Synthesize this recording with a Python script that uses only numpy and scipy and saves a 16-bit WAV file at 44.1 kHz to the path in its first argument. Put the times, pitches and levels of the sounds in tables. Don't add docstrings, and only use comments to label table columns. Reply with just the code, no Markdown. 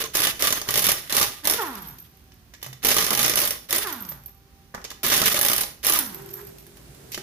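import sys
import numpy as np
from scipy import signal
from scipy.fft import rfft, irfft, next_fast_len
from scipy.io import wavfile
from scipy.ndimage import map_coordinates

SR = 44100
rng = np.random.default_rng(int(sys.argv[2]) if len(sys.argv) > 2 else 0)


def store_pcm(level_fs):
    pcm = np.round(np.clip(level_fs, -1, 1) * 32767).astype(np.int16)
    wavfile.write(sys.argv[1], SR, np.atleast_2d(pcm).T)


def nominal_scale(level):
    x = np.asarray(level, float) / 20
    return 10 ** x


N = 318402

# (open [s], close [s], air level at open [dB], air level at close [dB], fade by 60 dB [s])
TRIGGER_PULLS = [(0, 0.05, -17.5, -33.5, 0.29), (0.135, 0.258, -24.5, -21.5, 0.29),
                 (0.394, 0.575, -22.5, -30.5, 0.44), (0.672, 0.913, -24.5, -25.5, 0.43),
                 (1.096, 1.242, -21.5, -28, 0.48), (1.436, 1.517, -24, -28.5, 1),
                 (2.829, 3.466, -20.5, -29, 0.39), (3.688, 3.814, -23.5, -30.5, 0.75),
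                 (5.032, 5.598, -17.5, -28, 0.23), (5.83, 5.97, -22.5, -30, 0.54)]
# (time [s], relative clack level [dB], relative treble level [dB])
BLOWS = [(0.0032, -24.5, -24.5), (0.0392, -21.5, -28), (0.1692, -24, -12), (0.2024, -17.5, -11.5),
         (0.2187, -16.5, -15), (0.2506, -19, -16.0), (0.27, -13.5, -17), (0.4078, -24, -19),
         (0.4228, -12.5, -11), (0.4406, -18, -32), (0.4712, -17, -12.5), (0.5051, -17.5, -16),
         (0.5252, -14, -11), (0.6154, -21.5, -23), (0.6878, -14, -18), (0.7066, -20, -13),
         (0.74, -15.5, -14), (0.7567, -16.5, -12), (0.7921, -19.5, -11), (0.8416, -20.0, -11),
         (0.8668, -15.5, -10), (0.8869, -15, -22), (0.9172, -15, -9), (1.1243, -14, -13),
         (1.1667, -15, -6.5), (1.1977, -23, -12), (1.228, -18, -12), (1.453, -18, -14), (1.4724, -14, -8.5),
         (1.498, -15, -10), (1.5096, -21, -11.5), (1.5224, -23.0, -18), (1.5362, -18.5, -16),
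         (2.8481, -16, -7.5), (2.8683, -17.5, -10), (2.905, -18, -11), (2.9431, -23, -13),
         (2.966, -15, -10), (2.9832, -12.5, -12.0), (3.024, -19, -20), (3.0654, -18.5, -14),
         (3.1054, -14.5, -12), (3.1298, -19, -12), (3.15, -16.5, -15), (3.1744, -19, -12),
         (3.192, -13, -11.5), (3.2292, -19.5, -10.5), (3.2614, -23, -12), (3.28, -16.5, -14),
         (3.296, -15, -11.5), (3.337, -16.5, -22.0), (3.3564, -18, -9), (3.389, -19, -10.0),
         (3.4024, -21, -13), (3.4163, -17.5, -11), (3.452, -37, -11), (3.4748, -21, -12), (3.507, -19, -13),
         (3.7074, -20.5, -16), (3.7271, -13.5, -9.5), (3.761, -28, -11), (3.782, -20.5, -11),
         (5.064, -19.5, -14.5), (5.081, -32, -19), (5.0997, -17, -19), (5.139, -17, -12), (5.177, -21, -16),
         (5.2165, -13, -12), (5.2386, -18, -25), (5.2576, -15, -11), (5.2788, -21.5, -14),
         (5.298, -24, -17), (5.3433, -17.5, -13), (5.39, -18.5, -12), (5.4124, -18.5, -5.5),
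         (5.4295, -17.5, -12), (5.449, -15.5, -8.5), (5.4626, -23, -11), (5.4843, -15, -10),
         (5.4982, -21, -11.5), (5.5156, -16, -12), (5.532, -16, -9), (5.563, -23, -12),
         (5.5803, -18, -12.5), (5.6339, -20.5, -28), (5.8472, -19.5, -13.5), (5.8669, -20, -5.5),
         (5.897, -20, -6), (5.9224, -15, -10), (5.9352, -22, -8), (5.989, -19, -7.5)]
# (frequency [Hz], relative level [dB], free fade by 60 dB [s])
WHEEL_MODES = [(130, -24.5, 0.66), (225, -11.5, 0.045), (364, -17.5, 0.095), (443, -9, 0.033),
               (598, -4.5, 0.054), (819, -12, 0.12), (1064, -7.5, 0.052), (1193, -3, 0.053),
               (1700, -8.5, 0.072), (1920, -11, 0.074), (2150, -29, 0.035)]
# (frequency [Hz], relative level [dB], free fade by 60 dB [s])
ANVIL_MODES = [(3028, 0.5, .05), (3564, 2, 0.07), (5500, 4, 0.041), (6250, 4.5, 0.034),
               (10500, -2.5, 0.018), (10800, -7.5, 0.028), (14000, 9, .03)]
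# (frequency [Hz], relative level per Hz [dB])
HISS_COLOUR = [(710, -33), (1200, -0.5), (1530, 2), (1880, 6.5), (2340, 2.5), (3620, 6), (4000, 2.5),
               (5740, 0.5), (8410, -6.5), (10800, 4), (14100, -1.5), (15700, 0), (16400, -33)]
# (frequency [Hz], relative level per Hz [dB])
CLACK_COLOUR = [(1000, -31), (2000, 1), (3500, -1.5), (6000, 2.5), (7500, -4), (9000, -13.5)]
# (frequency [Hz], relative level per Hz [dB])
SPIT_COLOUR = [(7500, -17), (9000, 0.5), (10500, 6), (13000, 3.5), (15300, 3.5), (16500, -3.5)]
# (frequency [Hz], relative level per Hz [dB])
KNOCK_COLOUR = [(90, -5), (200, 0.5), (450, 9.5), (1000, 6), (2000, 6.5), (3500, -39)]
# (frequency [Hz], left-right likeness [-1 to 1])
PORT_LIKENESS = [(40, 0.77), (80, 1), (150, 0.9), (400, 0.87), (800, 0.11), (1500, 0.045), (4000, 0.086),
                 (15000, 0.047)]


def unit(x):
    return x / np.sqrt(np.mean(x ** 2) + 1e-20)


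def along(points, hz):
    point_hz, value = np.transpose(points)
    return np.interp(np.log(hz + 1), np.log(point_hz + 1), value)


def curves(rows):
    s, *columns = np.transpose(rows)
    return [np.interp(np.arange(N) / SR, s, column) for column in columns]


def wobble(rate):
    knots = rng.standard_normal(int(N * rate / SR) + 4)
    return map_coordinates(knots, [np.arange(N) * rate / SR])


def filtered(x, response):
    m = next_fast_len(N + 8192)
    return irfft(rfft(x, m) * response(np.fft.rfftfreq(m, 1 / SR)), m)[..., :N]


def rush(colour):
    def response(hz):
        turn = np.arccos(np.clip(along(PORT_LIKENESS, hz), -1, 1)) / 2
        return nominal_scale(along(colour, hz)) * [np.cos(turn), np.sin(turn)]
    mid, side = filtered(rng.standard_normal((2, N)), response)
    return unit(np.array([mid + side, mid - side]))


def train(times, db):
    return np.bincount(np.round(times * SR).astype(int), nominal_scale(db), N)[:N]


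def dying(x, t60, rise):
    soft = np.exp(-1 / (rise * SR))
    fade = nominal_scale(-60 / (t60 * SR))
    return signal.lfilter([1 - soft], np.convolve([1, -fade], [1, -soft]), x)


def ringing(modes, times, db, near_hz=None, swing_db=2):
    scatter_db = rng.standard_normal((len(db), len(modes), 3)) * [swing_db, 1.5, 1.5]
    out = np.zeros((2, N))
    for k, (hz, level_db, t60) in enumerate(modes):
        r, w = nominal_scale(-60 / (t60 * SR)), 2 * np.pi * hz / SR
        if near_hz is not None:
            level_db = -14 * abs(np.log2(hz / near_hz))
        both_db = db + level_db + scatter_db[:, k, 0]
        hits = [train(times, both_db + scatter_db[:, k, side]) for side in (1, 2)]
        out += signal.lfilter([np.sin(w)], [1, -2 * r * np.cos(w), r * r], hits)
    return out


def stack(hz, orders, jitter, waver_db, tilt_db=0):
    phase = 2 * np.pi * np.cumsum(hz * (1 + jitter * wobble(60))) / SR
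    out = 0
    for k, db in orders:
        level = nominal_scale(db + k * tilt_db + waver_db * wobble(30))
        out = out + level * np.sin(k * phase + rng.uniform(0, 2 * np.pi))
    return out


def hall_noise():
    # (frequency [Hz], relative level per Hz [dB])
    colour = [(15, -51), (28, -46.5), (54, -3.5), (97, -14), (128, -12), (377, -24), (444, -29),
              (685, -30.5), (806, -34), (924, -30.5), (1920, -32.5), (2080, -33.5), (6340, -35.5),
              (7270, -42.5), (15100, -35), (16400, -55.5)]
    return nominal_scale(-52 + 0.8 * wobble(5)) * rush(colour)


def far_whine():
    # (time [s], pitch [Hz], level [dB])
    path = [(0, 385, -77.5), (2.26, 387, -62), (2.6, 349, -70), (3.5, 390, -75), (4.1, 392, -59),
            (5.0, 393, -59), (6.9, 392.7, -73), (7.05, 369, -64), (7.22, 365, -64)]
    # (multiple of the pitch, relative level [dB])
    multiples = [(1, -7.5), (2, -5.5), (3, -17.5)]
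    hz, db = curves(path)
    return nominal_scale(db) * stack(hz, multiples, jitter=0.00055, waver_db=3)


def late_machine():
    # (frequency [Hz], relative level per Hz [dB])
    colour = [(53, -41), (90, -23), (128, 4), (225, -7), (404, -7.5), (1050, -20), (12900, -22.5),
              (15400, -28), (16400, -55.5)]
    # (time [s], level [dB])
    loudness = [(5.85, -85), (6.0, -53.5), (6.2, -47.5), (6.45, -49), (6.7, -50.5), (7.22, -46.5)]
    # (time [s], tone [Hz], tone over its noise [dB], rasp over its noise [dB])
    strain = [(6.0, 385, -25, -7), (6.12, 392, 2.5, -11), (6.3, 398, 4, -2), (6.45, 404, 6, -3.5),
              (6.55, 404.4, 2, -17), (6.7, 402, -5, -17), (7.22, 390.5, -8, -11)]
    tone_hz, tone_db, rasp_db = curves(strain)
    partials = [(0.885, -3), (1, 0), (2, -14)]  # (multiple, dB)
    sides = [stack(tone_hz, partials, jitter=0.012, waver_db=3) for side in range(2)]
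    tone = nominal_scale(tone_db) * np.array(sides)
    rasp_colour = [(500, -38), (900, -3), (1700, -1.5), (2800, -17)]  # (Hz, dB per Hz)
    rasp = nominal_scale(rasp_db + 3 * wobble(25)) * rush(rasp_colour)
    hum = stack(np.full(N, 119.56), [(1, -11)], jitter=0.0037, waver_db=3.5)
    return nominal_scale(curves(loudness)[0]) * (rush(colour) + tone + rasp + hum)


def shop():
    return hall_noise() + far_whine() + late_machine()


def hall(x):
    # (frequency [Hz], fade by 60 dB [s])
    fade = [(150, 0.64), (700, 0.42), (5000, 0.4), (13000, 0.32)]
    out, step = np.zeros((2, N + SR)), SR // 4
    for start in range(0, N, step):
        hz, t, z = signal.stft(rng.standard_normal((2, SR // 2)), SR, nperseg=256)
        alike = np.clip(along(PORT_LIKENESS, hz), 0, 1)[:, None]
        z[1] = alike * z[0] + np.sqrt(1 - alike ** 2) * z[1]
        tail = signal.istft(z * nominal_scale(-60 * t / along(fade, hz)[:, None]), SR, nperseg=256)[1]
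        wet = signal.fftconvolve(x[:, start:start + step], tail / np.linalg.norm(tail[0]), axes=1)
        out[:, start:start + wet.shape[1]] += wet
    return out[:, :N]


def handling():
    # (time [s], relative clack, treble and knock levels [dB], pitch that rings most [Hz])
    contacts = [(2.319, -47, -62, -53, 3000), (2.5375, -37.5, -43, -46, 2630), (2.548, -46, -58, -63, 1700),
                (2.616, -43, -49, -50, 3000), (2.6279, -30, -27, -35.5, 3060),
                (2.644, -37, -44, -37.5, 3030), (2.663, -38, -31, -28.5, 130), (2.729, -35, -34, -38, 3630),
                (2.822, -42, -49, -46, 3000), (4.1175, -40.5, -41, -33, 600), (4.284, -49, -65, -58, 1190),
                (4.7413, -42, -55, -28.5, 1100), (4.7465, -33, -34, -21, 1700),
                (4.7778, -52, -54, -28, 1100), (4.815, -43, -56, -51, 1700), (4.842, -31, -32, -36, 5570),
                (4.849, -29, -47, -32, 5570), (4.903, -29.5, -31.5, -63, 3600),
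                (4.9141, -34, -34, -33, 1140), (6.666, -49, -37, -57, 2980), (6.7697, -46, -39, -45, 2986),
                (6.947, -48, -43, -62, 2965), (7.145, -26, -26, -44, 3060), (7.1764, -29, -30, -25.5, 351)]
    # (start [s], loudest [s], end [s], level [dB]); an end before the start is silent
    scrapes = [(2.628, 2.67, 2.7, -50), (4.838, 4.85, 4.65, -41.5), (7.117, 7.131, 7.165, -34)]
    s, clack_db, treble_db, knock_db, near_hz = np.transpose(contacts)
    t = np.arange(N) / SR
    clack = dying(train(s, clack_db - 2), t60=0.049, rise=0.00037)
    scrape = sum(nominal_scale(db) * np.interp(t, [a, top, b], [0, 1, 0]) for a, top, b, db in scrapes)
    scrape = scrape * nominal_scale(3 * wobble(370))
    spit = dying(train(s, treble_db - 3), t60=0.033, rise=0.0006) * rush(SPIT_COLOUR)
    knock = dying(train(s, knock_db - 1), t60=0.022, rise=0.00065) * rush(KNOCK_COLOUR)
    held = [(hz, db, 0.7 * t60) for hz, db, t60 in WHEEL_MODES + ANVIL_MODES]
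    ring = ringing(held, s, clack_db - 4.5, near_hz)
    wheel = ringing(WHEEL_MODES, s, knock_db - 14)
    return (clack + scrape) * rush(CLACK_COLOUR) + spit + knock + wheel + ring


def clinks():
    # (time [s], relative tick level [dB], relative ring level [dB])
    clear = [(1.614, -32, -20), (1.6673, -27, -31), (1.7522, -18, -36), (1.8209, -27, -29),
             (1.8725, -41, -26), (1.904, -41, -31), (1.985, -24, -25), (2.627, -30, -31), (3.87, -12, -26),
             (3.926, -15.5, -26.5), (4.006, -34, -25.5), (4.049, -21, -31), (4.089, -19, -21),
             (4.121, -28, -28), (4.2598, -28.5, -29.5), (6.059, -17, -32), (6.1457, -22, -26),
             (6.289, -27, -33), (6.338, -27, -25), (6.5833, -26.5, -39), (6.604, -38, -39),
             (7.118, -16.5, -31)]
    # (start [s], end [s], ticks per second, relative level [dB])
    jingle = [(1.596, 1.954, 70, -42), (1.964, 2.341, 20, -48.5), (3.858, 4.24, 45, -43),
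              (6.043, 6.502, 60, -37.5)]
    # (frequency [Hz], relative level [dB], fade by 60 dB [s])
    socket = [(9560, -24.5, 0.11), (12700, -30, .02), (12560, -20, .03), (12950, 0, 0.099),
              (12900, -12.5, .3), (13150, -13, .02)]
    s, tick_db, ring_db = np.transpose(clear)
    faint = []
    for a, b, rate, db in jingle:
        for k in range(round(rate * (b - a))):
            faint.append((rng.uniform(a, b), db + rng.normal(0, 4)))
    faint_s, faint_db = np.transpose(faint)
    ticks = train(np.r_[s, faint_s], np.r_[tick_db - 16, faint_db - 14])
    tick = dying(ticks, t60=0.021, rise=0.0012) * (rush(SPIT_COLOUR) + nominal_scale(2) * rush(CLACK_COLOUR))
    rattling = nominal_scale(5 * wobble(220))
    damped = [(hz, 0, 0.02) for hz, db, t60 in socket[1:]]
    return tick + rattling * ringing(socket, s, ring_db - 5.5) + ringing(damped, faint_s, faint_db - 9)


def valve():
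    on, on_db = np.transpose(TRIGGER_PULLS)[[0, 2], 1:]
    pop = dying(train(on + 0.0073, on_db - 5.5), t60=0.024, rise=0.0021)
    return pop * (rush(KNOCK_COLOUR) + nominal_scale(1) * rush(CLACK_COLOUR) + nominal_scale(5.5) * rush(SPIT_COLOUR))


def spin(start, start_hz, cut, top_hz, db):
    drag, knee_s = 0.0168, 0.021
    cut_s, stall_hz = 0.02, 130
    t = np.arange(N) / SR
    late = np.maximum(t - cut, 0)
    driven_hz = np.interp(t, [start, cut], [start_hz, top_hz])
    coast_hz = 1 / (1 / top_hz + drag * (np.hypot(late, knee_s) - knee_s))
    hz = np.where(t < cut, driven_hz, coast_hz)
    driven_db = -35 - 7.5 * np.clip(1 + (t - cut) / cut_s, 0, 1)
    coast_db = -32 + 9 * np.log2(hz / 450)
    shut = np.clip(late / cut_s, 0, 1)
    heard = np.clip((t - start) / 0.04 + 1, 0, 1) * np.clip(hz / stall_hz * 8 - 7, 0, 1)
    return hz, heard * nominal_scale(db + (1 - shut) * driven_db + shut * coast_db)


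def motor():
    # (nut lets go [s], vane rate [Hz], air cut [s], top rate [Hz], relative level [dB])
    free_runs = [(1.465, 295, 1.573, 500, 1), (3.74, 325, 3.829, 462, -2), (5.9, 320, 5.948, 356, -3)]
    # (multiple of the vane rate, relative level [dB])
    multiples = [(1, 5), (2, -5), (3, -4), (4, -7), (5, -7), (6, -6), (7, -6), (8, -9), (9, -11),
                 (10, -13),]
    # (frequency [Hz], gain [dB])
    housing = [(100, -0.5), (400, -2.5), (600, -8.5), (800, 3.5), (1050, 10.5), (1220, 6), (1400, 9.5),
               (1600, 4.5), (1850, 6), (2400, -9), (5000, -47.5)]
    tone, wheeze, t = np.zeros(N), np.zeros(N), np.arange(N) / SR
    for row in free_runs:
        hz, level = spin(*row)
        driven = np.clip((row[2] - t) / 0.02 + 1, 0, 1)
        tilt_db = 1.2 * np.log2(hz / 450) - 4 * driven
        tone += level * stack(hz, multiples, jitter=0.006, waver_db=2.2, tilt_db=tilt_db)
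        wheeze += level * (1 + 0.46 * np.cos(2 * np.pi * np.cumsum(hz) / SR))
    low_air = rush([(300, -36), (800, 1), (1500, 4), (2200, -6), (4000, -40)])
    air = nominal_scale(-11.5) * rush(HISS_COLOUR) + nominal_scale(-6) * low_air
    return nominal_scale(-1) * filtered(tone, lambda hz: nominal_scale(along(housing, hz))) + wheeze * air


def clang():
    out = np.zeros(N)
    for hz, db, t60 in WHEEL_MODES + [(hz, db - 7, t60 / 2) for hz, db, t60 in ANVIL_MODES]:
        r, w = nominal_scale(-60 / (t60 * SR)), 2 * np.pi * hz / SR
        hum = signal.lfilter([1], [1, -2 * r * np.cos(w), r * r], rng.standard_normal(N))
        out += nominal_scale(db + 6 * wobble(14)) * unit(hum)
    return unit(out)


def exhaust():
    # (frequency [Hz], relative level per Hz [dB])
    rattle_colour = [(53, -23), (130, 0), (300, 2), (441, -1.5), (876, -0.5), (1170, 6), (1600, -0.5),
                     (2080, -36), (3520, -120)]
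    chatter = unit(nominal_scale(1.2 * wobble(350) + 4 * wobble(50)))
    rattle = unit(nominal_scale(5.4 * wobble(60))) * rush(rattle_colour)
    noise = nominal_scale(1) * chatter * rush(HISS_COLOUR) + nominal_scale(-11.5) * rattle
    t, flow, shaken = np.arange(N) / SR, np.zeros(N), np.zeros(N)
    for on, off, on_db, off_db, t60 in TRIGGER_PULLS:
        after = np.maximum(t - off, 0)
        opening = np.clip((t - on) / 0.075 + 0.24 * (t >= on), 0, 1)
        flow += opening * nominal_scale(np.interp(t, [on, off], [on_db, off_db]) - 60 * after / t60)
        shaken = np.maximum(shaken, (t >= on) * nominal_scale(-60 * after / 0.3))
    noise += nominal_scale(-8) * shaken * chatter * clang()
    s = np.array(BLOWS)[:, 0]
    lull = dying(train(s, np.zeros(len(s)))[::-1], t60=0.016, rise=0.0008)[::-1]
    return flow * nominal_scale(-13 * np.clip(lull, 0, 1)) * noise


def boom():
    # (first blow [s], relative boom level while seized [dB])
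    nuts = [(0, -9), (2.84, -11), (5.04, -13)]
    # (frequency [Hz], relative level [dB], fade by 60 dB [s])
    boom_modes = [(444, 0.97, 0.07)]
    s, db = np.transpose(BLOWS)[:2]
    first, boom_db = np.transpose(nuts)
    nut = np.clip(np.searchsorted(first, s) - 1, 0, None)
    loosening_db = -60 * (s - first[nut]) / 0.95
    return ringing(boom_modes, s, db + boom_db[nut] + loosening_db)[[0, 0]]


def hammer():
    # (time [s], relative clack [dB], relative treble [dB])
    jolts = [(0.1508, -15, -7.5), (0.4515, -25, -27), (0.4888, -27, -28), (0.7733, -15.5, -7.5),
             (0.8204, -20.0, -10.5), (0.8505, -28, -16), (0.8887, -19.0, -8), (1.1473, -17, -10),
             (1.1792, -16.5, -14), (1.212, -12.5, -8.5), (2.852, -16.5, -20), (2.885, -13.5, -8),
             (2.913, -14, -12), (3.0043, -17.5, -10), (3.0416, -18, -12), (3.213, -17.5, -12),
             (3.2439, -12.5, -19), (3.372, -14, -8), (3.435, -18, -20.0), (3.7472, -19.0, -15),
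             (5.044, -17.5, -25), (5.1198, -12, -21), (5.163, -17, -8), (5.198, -29, -12),
             (5.3228, -20, -11), (5.3702, -19, -15), (5.6075, -20, -6.5), (5.883, -16.5, -15),
             (5.954, -27, -15), (5.9708, -22, -13.5)]
    jolt_rise = 0.0022
    s, clack_db, treble_db = np.transpose(BLOWS)
    soft_s, soft_db, soft_treble_db = np.transpose(jolts)
    clack = dying(train(s, clack_db - 3), t60=0.034, rise=0.00011)
    clack += dying(train(soft_s, soft_db - 2), t60=0.066, rise=jolt_rise)
    snap = dying(train(s, treble_db - 5.5), t60=0.0083, rise=0.00017)
    spit = snap + dying(train(s, treble_db - 7.5), t60=0.054, rise=0.00032)
    spit += dying(train(soft_s, soft_treble_db - 5), t60=0.047, rise=jolt_rise)
    s, db = np.r_[s, soft_s], np.r_[clack_db, soft_db]
    thump = dying(train(s, db - 10), t60=0.052, rise=0.0027) * rush(KNOCK_COLOUR)
    rung = ringing(WHEEL_MODES, s, db - 16, swing_db=5) + ringing(ANVIL_MODES, s, db - 17, swing_db=5)
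    return (clack + nominal_scale(-13) * snap) * rush(CLACK_COLOUR) + spit * rush(SPIT_COLOUR) + thump + rung


def scene():
    # (frequency [Hz], left over right [dB])
    lean = [(60, -3), (240, -1.5), (950, -2.5), (3770, -3), (15000, -5)]
    struck = hammer() + boom()
    touched = handling() + clinks() + valve()
    whine = motor()
    echoes = hall(nominal_scale(-4.5) * struck + nominal_scale(-5) * touched + nominal_scale(-5.5) * whine)
    wrench = struck + touched + whine + exhaust() + echoes

    def ports(hz):
        lag = 4 / SR
        left = nominal_scale(along(lean, hz) / 2) * np.exp(-2j * np.pi * hz * lag)
        return [left, nominal_scale(-along(lean, hz) / 2)]
    return filtered(wrench + shop(), ports)


def top_cut(x):
    return signal.sosfilt(signal.butter(12, 16640, fs=SR, output="sos"), x)


def record(dry):
    # (frequency [Hz], gain [dB])
    treble_limit = [(15300, -1.5), (15900, -46), (16600, -47.5), (16800, -76.5)]
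    kept = filtered(dry, lambda hz: nominal_scale(along(treble_limit, hz)))
    return top_cut(np.clip(kept, -1, 1))


dry = scene()
out = record(dry)
store_pcm(out)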